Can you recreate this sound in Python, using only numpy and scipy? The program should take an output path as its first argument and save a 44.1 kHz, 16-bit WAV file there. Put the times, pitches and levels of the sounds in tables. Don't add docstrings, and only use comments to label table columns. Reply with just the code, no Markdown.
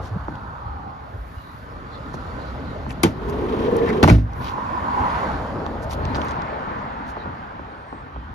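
import sys
import numpy as np
from scipy import signal
from scipy.fft import rfft, irfft
from scipy.io import wavfile
from scipy.ndimage import uniform_filter1d, minimum_filter1d

SR = 44100
rng = np.random.default_rng(int(sys.argv[2]) if len(sys.argv) > 2 else 0)


def bounce(signal):
    frames = np.transpose(np.atleast_2d(signal))
    limited = np.clip(frames, -1, 1)
    pcm = np.round(limited * 32767).astype(np.int16)
    wavfile.write(sys.argv[1], SR, pcm)


N = 367794
TIME = np.arange(N) / SR

# freq_hz, t60_s
STEEL_DAMPING = [(300, 0.0193), (1500, 0.026), (4000, 0.11), (12000, 0.017)]


def door_blows(push_s=0.0054, rattle_db=-20, latch_db=-12):
    # start_s, boom_db, panel_db, flex_db, clack_db, clack_tilt_db_per_octave
    blows = [(3.0336, -35, -18, -26, -16, 2), (3.0356, -50, -13.5, -22, -14, -3.5),
             (4.0285, -7, -5.5, -18, -4, -9), (4.037, -20, -10.5, -22, -7.5, -2.5),
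             (4.0427, -4.5, -7, 9.5, -19, -5), (4.0767, -11.5, -4.5, 2, -4, -2.5),
             (4.083, -19, -4, 2, -12, -9), (4.095, -28, -11, -14, -7, -11), (4.099, -2, -7, -5, -2, -2),
             (4.107, -18, -23, -7, -10, -10), (4.116, -1.5, -16, -18, -22, -8),
             (4.126, -28, -16.5, -15, -13, -10), (4.146, -24, -20, -18, -23, -9),
             (4.183, -30, -23, -35, -29, -2)]
    # pitch_hz, level_db, t60_s
    body_modes = [(50, -0.5, .08), (91.5, 7.5, 0.16), (107.7, 1, 0.362), (158, 3, 0.22), (166.4, -5, 0.325),
                  (241.5, -12, 0.38), (279, -0.5, 0.2), (331, -6.5, 0.092), (431, -21.5, 0.24),
                  (484, -14, 0.19), (643, -18, 0.16)]
    latch_modes = [(854, -34, 0.088), (1000, -6.5, 0.08), (1480, 2.5, 0.049), (1950, -4, 0.03),
                   (2297, -12, 0.0613)]
    # freq_hz, level_db
    panel_spectrum = [(40, -22.5), (110, -3.5), (200, 0), (330, 3.5), (470, -6), (600, -4), (850, -9),
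                      (1300, -13), (2200, -17), (5000, -27.5), (14000, -45)]
    steel_spectrum = [(200, 10.5), (700, -6), (1150, 14.5), (1700, -21), (2250, 10.5), (2800, -20.5),
                      (3600, -8.5), (5000, -32.5), (6500, -6), (8300, -9), (9700, -5), (13500, -23.5),
                      (15500, -24)]
    # freq_hz, t60_s
    panel_damping = [(60, 1), (200, 0.3), (450, 0.18), (1000, 0.17), (2500, 0.16), (6000, 0.18),
                     (14000, 0.2)]
    rattle_damping = [(1000, 0.12), (4000, 0.085), (11000, 0.11)]
    out, t = np.zeros((2, N)), np.arange(16384) / SR
    boom = damped_modes(body_modes, t) * (1 - np.exp(-t / push_s))
    for start_s, boom_db, panel_db, flex_db, clack_db, tilt_db in blows:
        load = rng.uniform(.975, 1.025)
        latch = damped_modes(latch_modes, t, tuning=load, random_phase=True)
        rattle = gain_of(rattle_db) * ring(steel_spectrum, rattle_damping, tilt_db)
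        clack = ring(steel_spectrum, STEEL_DAMPING, tilt_db) + rattle + gain_of(latch_db) * latch
        panel = gain_of(panel_db) * ring(panel_spectrum, panel_damping) + gain_of(flex_db) * flex()
        add(out, start_s, gain_of(boom_db) * boom + panel + gain_of(clack_db) * clack)
    add(out, start_s=4.112, sound=cabin_boom(t))
    return out


def cabin_boom(t, pitch_hz=59.3, level_db=7, rise_s=0.011, t60_s=0.36):
    return damped_modes([(pitch_hz, level_db, t60_s)], t) * (1 - np.exp(-t / rise_s))


def flex(high_hz=1400, low_hz=280, glide_s=0.00423, fade_s=0.0038, onset_s=.0007):
    t = np.arange(16384) / SR
    hz = low_hz + (high_hz - low_hz) * np.exp(-t / glide_s)
    soft_start = 1 - np.exp(-(t / onset_s) ** 2)
    return tone(hz) * np.exp(-t / fade_s) * soft_start


def rollers(bumps_per_s=1800, flutter=0.1, rattles_per_s=40):
    # time_s, rumble_db, track_ring_db, share_of_top_speed
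    travel = [(3.13, -44, -39, 0.74), (3.25, -29, -33, 0.92), (3.295, -23.5, -24.5, 0.84),
              (3.334, -25.5, -33, 0.9), (3.45, -22.5, -23.5, 0.89), (3.487, -23.5, -34.5, 0.92),
              (3.545, -21.5, -21.5, 0.94), (3.566, -22, -39, 0.92), (3.61, -21, -24, 0.96),
              (3.64, -21, -29, 0.91), (3.69, -22, -14.5, 0.99), (3.708, -21.5, -34, 1),
              (3.726, -20.5, -17.5, 0.96), (3.791, -20, -20, 1), (3.825, -23.5, -15, 1),
              (3.859, -19.5, -25, 1), (3.93, -19.5, -23, 0.9), (4.02, -22.5, -22.5, 0.94)]
    # freq_hz, level_db
    rumble_spectrum = [(30, -13), (60, -7), (120, -8), (250, -3.5), (400, -6), (560, -14.5), (720, -16.5),
                       (1050, -12), (1300, -21.5), (2000, -31), (2800, -48), (4500, -49), (8000, -50.5),
                       (13000, -59.5)]
    tap_spectrum = [(400, -15), (900, 12), (1800, 1), (3600, -7.5), (6000, -21.5), (13000, -34)]
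    times, rumble_db, track_db, pace = np.transpose(travel)
    t = np.arange(times[0], times[-1] + .025, 1 / SR)
    shape = (2, len(t))
    bumps = unit_rms(rng.standard_normal(shape) * (rng.random(shape) < bumps_per_s / SR))
    jolts = bumps + 1.4 * rng.standard_normal(shape)
    jolts *= np.exp(flutter * band_noise(len(t), centre_hz=22, octaves=0.65))
    track = track_ring(jolts, speed=np.interp(t, times, pace))
    door = coloured(jolts[:, ::-1], lambda hz: read(rumble_spectrum, hz))
    rasp = coloured(jolts, hump(centre_hz=2170, octaves=0.56))
    taps = rng.uniform(.4, 1, len(t)) * (rng.random(len(t)) < rattles_per_s / SR)
    tap_ring = ring(tap_spectrum, STEEL_DAMPING)
    rattle = unit_rms(signal.fftconvolve(taps[None], tap_ring, axes=1)[:, :len(t)])
    rumble = gain_of(-2) * door + gain_of(-24) * rasp + gain_of(-22.5) * rattle
    sound = gain_of(np.interp(t, times, rumble_db)) * rumble
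    sound += gain_of(np.interp(t, times, track_db) - 1.5) * track
    out = np.zeros((2, N))
    add(out, t[0], sound * signal.windows.tukey(len(t), .04))
    return out


def track_ring(jolts, speed, top_sing_hz=464, sing_share=0.45, waver_depth=0.04):
    # top_speed_pitch_hz, width_hz, level_db
    track_modes = [(244, 19, -7), (417.5, 45, 7.5), (488, 65, 11), (665, 30, -5.5), (900, 130, -8),
                   (1160, 120, -15), (1760, 98, -11), (2080, 130, -32)]
    track = unit_rms(sum(gain_of(db) * resonate(jolts, hz * speed, width)
                         for hz, width, db in track_modes))
    waver = 1 + waver_depth * band_noise(len(speed), centre_hz=30.2, octaves=0.83)
    sing = unit_rms(tone(top_sing_hz * speed * waver))
    return np.sqrt(1 - sing_share) * track + np.sqrt(sing_share) * sing


def catch(ring_db=-18.5, clunk_db=-1.5, swell_s=0.0056):
    # pitch_hz, level_db, t60_s
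    catch_modes = [(1155, 3, .05), (2195, 6.5, 0.03), (2390, 2, 0.025), (3140, -3, 0.08), (3450, -9, 0.069),
                   (4630, -5.5, 0.037), (4813, -5, 0.045), (5950, -4.5, 0.03), (6740, -10, 0.05),
                   (9640, -1, 0.033), (10500, -11, 0.038)]
    arm_modes = [(99, -9.5, 0.15), (164, -8, 0.14), (247, -9, 0.091), (333, 2, 0.055), (449, -13, 0.11),
                 (626, -19.5, 0.063), (888, -15.5, 0.11)]
    out, t = np.zeros((2, N)), np.arange(16384) / SR
    add(out, start_s=3.0355, sound=gain_of(ring_db) * damped_modes(catch_modes, t, random_phase=True))
    clunk = damped_modes(arm_modes, t) * (1 - np.exp(-t / swell_s))
    add(out, start_s=3.039, sound=gain_of(clunk_db) * clunk)
    return out


def traffic(hiss_db_per_octave=0.5, going_db_per_octave=-3):
    # freq_hz, level_db
    drone_spectrum = [(70, -4.5), (150, -2), (250, 2), (350, -5), (480, -3), (620, -3), (900, -18),
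                      (2500, -87)]
    roar_spectrum = [(300, -66), (600, -10), (800, 1), (1000, -0.5), (1300, -4), (1600, -7), (2000, -16),
                     (2600, -23), (3500, -31.5), (8000, -72)]
    hiss_spectrum = [(1200, -2.5), (2600, 1.5), (3500, 2.5), (4500, 0.5), (6000, -10), (7300, -6.5),
                     (8400, -24), (10000, -14), (13500, -31), (15000, -34.5)]
    # middle_s, half_length_s, pitch_hz, glide_hz_per_s, lift_db, width_octaves
    tread_hums = [(0.64, 0.34, 1264, -450, 10, 0.25), (0.867, 0.57, 800, -330, 10, 0.2),
                  (1.809, 0.57, 1200, 108, 5.5, 0.3), (4.687, 0.3, 1018, -1, 11, 0.14),
                  (5.042, 0.11, 1002, -4, 9.5, 0.11), (5.0, 0.11, 823, -2, 8.5, 0.1),
                  (5.05, 0.12, 1550, 1, 1, 0.5), (6.3, 1, 986, -29, 2.5, 0.153),
                  (6.603, .4, 2190, -150, 3.5, 0.12)]
    times = TIME[::256]
    drone_db, roar_db, hiss_db, brightness, bearing, going = passing_cars(times)

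    def rush_db(t, hz):
        return 3 * bell(t, middle=5.126, half_width=.2) * bell(np.log2((hz + 1) / 3410), 0, 4.1)

    def tread_db(t, hz):
        hums = 0
        for middle_s, half_s, pitch_hz, glide, lift_db, octaves in tread_hums:
            centre_hz = np.maximum(pitch_hz + glide * (t - middle_s), 1)
            hums += lift_db * bell(t, middle_s, half_s) * bell(np.log2((hz + 1) / centre_hz), 0, octaves)
        tilt = np.interp(t, times, brightness) * np.clip(np.log2((hz + 1) / 1000), -1, 1)
        return hums + rush_db(t, hz) + tilt

    def fizz_db(t, hz):
        slope = hiss_db_per_octave + going_db_per_octave * np.interp(t, times, going)
        return rush_db(t, hz) + slope * np.log2(np.maximum(hz / 4000, 1))

    drone = gain_of(np.interp(TIME, times, drone_db)) * wash(drone_spectrum, patchy_db=2.5)
    roar = gain_of(np.interp(TIME, times, roar_db)) * wash(roar_spectrum, 1.5, tread_db)
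    hiss = gain_of(np.interp(TIME, times, hiss_db) - .5) * wash(hiss_spectrum, 1.6, fizz_db)
    return ports(drone + roar + hiss, lambda t: np.interp(t, times, bearing))


def passing_cars(t, level_off_s=0.1, turn_s=0.49, hiss_lead_s=0.12, far_brightness=27, far_bearing=-0.38):
    # pass_s, slope_before_db_per_s, fade_after_db_per_s, drone_db, roar_db, hiss_db,
    # brightness_db_per_octave, bearing_before, bearing_after (positive is left)
    cars = [(0.4, -6.5, 7, -41.5, -39, -59, -3.5, 0.15, -1.08),
            (2.45, 15.5, 4, -34, -35, -52.5, 0.5, -0.65, -0.51),
            (5.6, 11.5, 8, -25, -20.5, -45, 0.5, -0.84, 0.94)]
    power = gain_of([[-67], [-49], [-63]]) ** 2 * np.ones(len(t))
    bright_sum, bearing_sum, going_sum = power[1] * far_brightness, power[1] * far_bearing, power[2]
    for pass_s, slope, fade, drone_db, roar_db, hiss_db, brightness, before, after in cars:
        since = t - pass_s + np.array([[0], [0], [hiss_lead_s]])
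        away_db = np.where(since < 0, slope, fade) * (np.hypot(since, level_off_s) - level_off_s)
        car_power = gain_of(np.array([[drone_db], [roar_db], [hiss_db]]) - away_db) ** 2
        going = np.tanh((t - pass_s) / turn_s)
        power = power + car_power
        going_sum = going_sum + car_power[2] * going
        bright_sum += car_power[1] * (brightness - 0.2 * going)
        bearing_sum += car_power[1] * (before + (after - before) * (1 + going) / 2)
    loss_db, dulling = van_shadow(t)
    levels_db = 10 * np.log10(power) - loss_db
    return (*levels_db, bright_sum / power[1] - dulling, bearing_sum / power[1], going_sum / power[2])


def van_shadow(t, middle_s=5.705, half_s=0.34, drone_db=5.5, roar_db=10.5, hiss_db=7, dull_db_per_octave=2):
    shadow = 1 / (1 + ((t - middle_s) / half_s) ** 4)
    return np.outer([drone_db, roar_db, hiss_db], shadow), dull_db_per_octave * shadow


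def steps(thud_db=-10):
    # start_s, level_db
    knocks = [(.282, -16.5), (2.140, -19), (2.864, -21), (2.905, -27), (4.58, -18.5), (4.747, -21),
              (5.664, -16), (5.927, -20.5), (6.159, -15), (6.183, -15.5), (7.167, -20), (7.257, -19.5),
              (7.593, -23), (7.926, -21.5), (8.16, -23)]
    # freq_hz, level_db
    thud_spectrum = [(80, -4.5), (300, 12.5), (520, 5), (900, -12), (1300, -6.5), (2200, -26), (6000, -40),
                     (14000, -68.5)]
    # freq_hz, t60_s
    thud_damping = [(150, 0.43), (500, 0.048), (1200, 0.11), (6000, 0.084)]
    out = np.zeros((2, N))
    for start_s, db in knocks:
        add(out, start_s, gain_of(db) * (flex() + gain_of(thud_db) * ring(thud_spectrum, thud_damping)))
    return out


def grit(snap_s=0.00033, crumble_db=-12, crumble_s=0.0042, crackle_start_s=6.27, crackle_hz=3900):
    # start_s, level_db, centre_hz
    snaps = [(0.355, -35, 2885), (2.907, -26, 2320), (3.298, -34, 4400), (3.767, -28, 7456),
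             (3.896, -36, 2600), (4.334, -34, 3800), (5.664, -28, 3060), (6.053, -25, 3400),
             (6.147, -23, 2780), (6.153, -21, 2900), (6.158, -23, 2900), (6.217, -23.5, 3100),
             (6.248, -38, 9030), (6.42, -29, 3400)]
    out, t = np.zeros((2, N)), np.arange(1024) / SR
    envelope = (t / snap_s) * np.exp(1 - t / snap_s) + gain_of(crumble_db) * np.exp(-t / crumble_s)
    crackle = [(crackle_start_s + .05 * when, -33.5 + 6 * force, crackle_hz)
               for when, force in rng.random((4, 2))]
    for start_s, db, hz in snaps + crackle:
        add(out, start_s, gain_of(db - 6) * band_noise((2, len(t)), hz, octaves=0.65) * envelope)
    return out


def scuffs_and_hiss(clumping=0.068, grain_samples=30):
    # start_s, length_s, level_db, centre_hz, width_octaves
    swells = [(0, 0.12, -50.5, 3900, 0.82), (0.843, 1.13, -62, 11540, 3.8), (2.127, 0.039, -49, 4500, 0.77),
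              (2.888, 0.038, -37.5, 2300, 0.3), (2.874, 0.073, -50.5, 7450, 0.42),
              (3.03, 0.0092, -19, 6400, 0.75), (3.269, 0.056, -50, 4870, 1.7),
              (3.874, 0.045, -44, 3200, 0.9), (3.808, 0.021, -36, 2190, 0.13),
              (3.863, 0.065, -27.5, 1720, 0.3), (4.087, 0.022, -16, 2300, 0.15),
              (4.387, 0.16, -40, 2500, 0.77), (4.283, .3, -57, 11500, 0.56),
              (5.813, 0.046, -50, 5800, 0.69), (5.885, 0.081, -39, 2850, 1.22),
              (6.033, 0.4, -52.5, 3900, 0.76), (6.14, 0.045, -41.5, 2390, 1.02),
              (7.053, 0.087, -55.5, 5000, 0.76)]
    out, size = np.zeros((2, N)), 2 * SR
    for start_s, length_s, db, hz, octaves in swells:
        grains = rng.standard_normal((2, size))
        grains *= np.repeat(rng.rayleigh(1, size // grain_samples), grain_samples)
        grains *= np.exp(clumping * band_noise(size, centre_hz=108, octaves=0.604))
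        swell = np.hanning(round(length_s * SR))
        add(out, start_s, gain_of(db) * coloured(grains, hump(hz, octaves))[:, :len(swell)] * swell)
    return out


def wind_and_rumble(breeze_db=-43):
    # freq_hz, level_db
    rumble_spectrum = [(15, -18.5), (25, -35), (42, -24.5), (60, 4.5), (85, -5.5), (120, -3), (180, -15.5),
                       (320, -46), (800, -62)]
    # middle_s, half_length_s, level_db
    swells = [(0, 0.78, -33.5), (2.65, 0.59, -33), (3.27, 0.13, -32), (4.36, 0.13, -30.5),
              (5.201, 0.86, -34.5), (6.02, 0.22, -29), (7.25, 0.2, -41), (8.35, .2, -42.5)]
    # start_s, level_db, pitch_hz, length_s
    bumps = [(0.105, -20, 100, 0.051), (0.157, -19, 174, 0.02), (0.654, -27, 99, 0.025),
             (1.14, -24.5, 90, 0.025), (1.173, -25.5, 57, 0.066), (1.368, -28, 83, 0.0214),
             (4.996, -18.5, 77, 0.03), (8.139, -29.5, 59.4, 0.095)]
    power = gain_of(breeze_db) ** 2 + sum(gain_of(db) ** 2 * bell(TIME, s, half) for s, half, db in swells)
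    out = np.sqrt(power) * wash(rumble_spectrum, patchy_db=1.5)
    for start_s, db, hz, length_s in bumps:
        t = np.arange(0, length_s, 1 / SR)
        add(out, start_s, gain_of(db) * np.sin(2 * np.pi * hz * t) * np.sin(np.pi * t / length_s))
    return out


def bird(direct_db=-9, sag_octaves_per_s=0.42):
    # start_s, length_s, level_db, start_hz, blur_hz
    notes = [(1.318, 0.28, -61, 4120, 600), (1.348, .12, -62, 2900, 150), (1.9, 0.1, -53, 4150, 600),
             (1.922, 0.06, -56, 3560, 250), (2.36, 0.18, -56, 4150, 750), (2.64, 0.13, -57, 4000, 550),
             (6.0, 0.15, -54, 4190, 750), (7.165, 0.09, -55, 3920, 450), (8.099, .22, -63, 3200, 250),
             (7.644, 0.26, -73, 9000, 400), (7.82, 0.25, -68, 8200, 500)]
    out = np.zeros((2, N))
    for start_s, length_s, db, start_hz, blur_hz in notes:
        t = np.arange(0, length_s, 1 / SR)
        hz = start_hz * 2 ** (-sag_octaves_per_s * t)
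        scattered = resonate(rng.standard_normal((2, len(t))), hz, blur_hz)
        note = unit_rms(scattered + gain_of(direct_db) * tone(hz))
        add(out, start_s, gain_of(db) * note * signal.windows.tukey(len(t), .7))
    return out


def ports(pair, bearing, lag_s=0.00049, shade_db=2, below_hz=1700):
    # freq_hz, coherence
    likeness = [(60, 0.98), (250, 0.9), (500, 0.75), (1000, 0.43), (2000, 0.48), (4000, 0.206),
                (7000, 0.94), (10000, 0.88)]
    # freq_hz, left_over_right_db
    balance = [(100, 1), (500, 0.1), (1000, 0), (1550, -7), (1800, 3), (2500, 1), (4500, 7), (7500, 0)]
    # freq_hz, offset_rad
    treble_offset = [(1800, 0), (3000, 1.1), (4700, 1.1), (6500, -.9), (7600, -3), (9500, -3.3),
                     (10500, -6.2), (13400, -6.3), (14100, -9.4)]
    hz, t, (common, independent) = signal.stft(pair, SR, nperseg=512, noverlap=384)
    hz = hz[:, None]
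    coherence = np.clip(read(likeness, hz), 0, 1)
    side = (hz < below_hz) * bearing(t)
    phase = read(treble_offset, hz) + 2 * np.pi * hz * lag_s * side
    shade_band = gain_of(hump(centre_hz=750, octaves=.6)(hz))
    lean = gain_of((read(balance, hz) + shade_db * side * shade_band) / 2)
    right = (coherence * common + np.sqrt(1 - coherence ** 2) * independent) * np.exp(-1j * phase)
    return signal.istft(np.array([common * lean, right / lean]), SR, nperseg=512, noverlap=384)[1][:, :N]


def damped_modes(modes, t, tuning=1, random_phase=False):
    out = 0
    for hz, db, t60 in modes:
        phase = rng.random((2, 1)) if random_phase else 0
        out += gain_of(db - 60 * t / t60) * np.sin(2 * np.pi * (tuning * hz * t + phase))
    return out


def ring(spectrum, damping, tilt_db=0, rise_cycles=0.38, size=16384):
    t, hz = np.arange(size) / SR, np.fft.rfftfreq(size, 1 / SR)
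    noise = rng.standard_normal((2, size))
    bins = rfft(coloured(noise, lambda f: read(spectrum, f) + tilt_db * np.log2(f + 1)))
    centres, t60s = np.transpose(damping)
    bands = [irfft(bins * read(np.c_[centres, own], hz)) for own in np.eye(len(centres))]
    return sum(band * gain_of(-60 * t / t60) * (1 - np.exp(-t * centre / rise_cycles))
               for band, centre, t60 in zip(bands, centres, t60s))


def wash(spectrum, patchy_db, moving_db=lambda t, hz: 0, size=2048):
    hop = size // 4
    t, hz = np.arange(0, N + size, hop)[:, None] / SR, np.fft.rfftfreq(size, 1 / SR)
    shape = (2, len(t), len(hz))
    bins = rng.standard_normal(shape) + 1j * rng.standard_normal(shape)
    drift = uniform_filter1d(rng.standard_normal(shape[1:]), size=6, axis=0)
    patches = unit_rms(uniform_filter1d(drift, size=14, axis=1))
    bins *= gain_of(read(spectrum, hz) + patchy_db * patches + moving_db(t, hz))
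    _, noise = signal.istft(bins, nperseg=size, noverlap=size - hop, time_axis=1, freq_axis=2)
    return unit_rms(noise[:, :N])


def resonate(x, hz, width_hz):
    carrier = np.exp(2j * np.pi * np.cumsum(hz) / SR)
    pole = np.exp(-np.pi * width_hz / SR)
    for _ in range(2):
        x = (carrier * signal.lfilter([1 - pole], [1, -pole], x / carrier)).real
    return unit_rms(x)


def tone(hz):
    return np.sin(2 * np.pi * np.cumsum(hz) / SR)


def band_noise(shape, centre_hz, octaves):
    return coloured(rng.standard_normal(shape), hump(centre_hz, octaves))


def coloured(x, colour):
    size = x.shape[-1]
    return unit_rms(irfft(rfft(x) * gain_of(colour(np.fft.rfftfreq(size, 1 / SR))), size))


def hump(centre_hz, octaves):
    return lambda hz: -10 * np.log10(np.e) * (np.log2((hz + 1) / centre_hz) / octaves) ** 2


def bell(x, middle, half_width):
    return np.exp(-((x - middle) / half_width) ** 2)


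def read(points, hz):
    freq_hz, value = np.transpose(points)
    return np.interp(np.log(hz + 1), np.log(freq_hz + 1), value)


def gain_of(db):
    return 10 ** (np.asarray(db) / 20)


def unit_rms(x):
    return x / np.sqrt(np.mean(x ** 2) + 1e-20)


def add(mix, start_s, sound):
    part = mix[:, max(round(start_s * SR), 0):][:, :sound.shape[-1]]
    part += sound[..., :part.shape[1]]


def scene(van_bearing=0.58):
    door = rollers() + catch() + door_blows()
    van_side = door + steps() + grit() + scuffs_and_hiss() + wind_and_rumble() + bird()
    return ports(van_side, lambda t: van_bearing) + traffic()


def record(dry, limit_db=1, recover_db_per_s=48, hold_s=.06, ceiling=.94, low_hz=32, high_hz=15100):
    dry = signal.sosfilt(signal.butter(2, low_hz, "highpass", fs=SR, output="sos"), dry)
    peak_db = 20 * np.log10(abs(dry).max(0) + 1e-9)
    peak_db = np.maximum(peak_db, np.interp(TIME - hold_s, TIME, peak_db))
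    fall_db = TIME * recover_db_per_s
    over_db = np.maximum(np.maximum.accumulate(peak_db + fall_db) - fall_db - limit_db, 0)
    reduction_db = uniform_filter1d(-minimum_filter1d(-over_db, size=64), size=64)
    limited = dry / gain_of(reduction_db)
    limited /= (1 + (limited / ceiling) ** 8) ** (1 / 8)
    high_cut = signal.firwin(255, high_hz, window=("kaiser", 9), fs=SR)
    return signal.oaconvolve(limited, high_cut[None], "same")


dry = scene()
out = record(dry)
bounce(out)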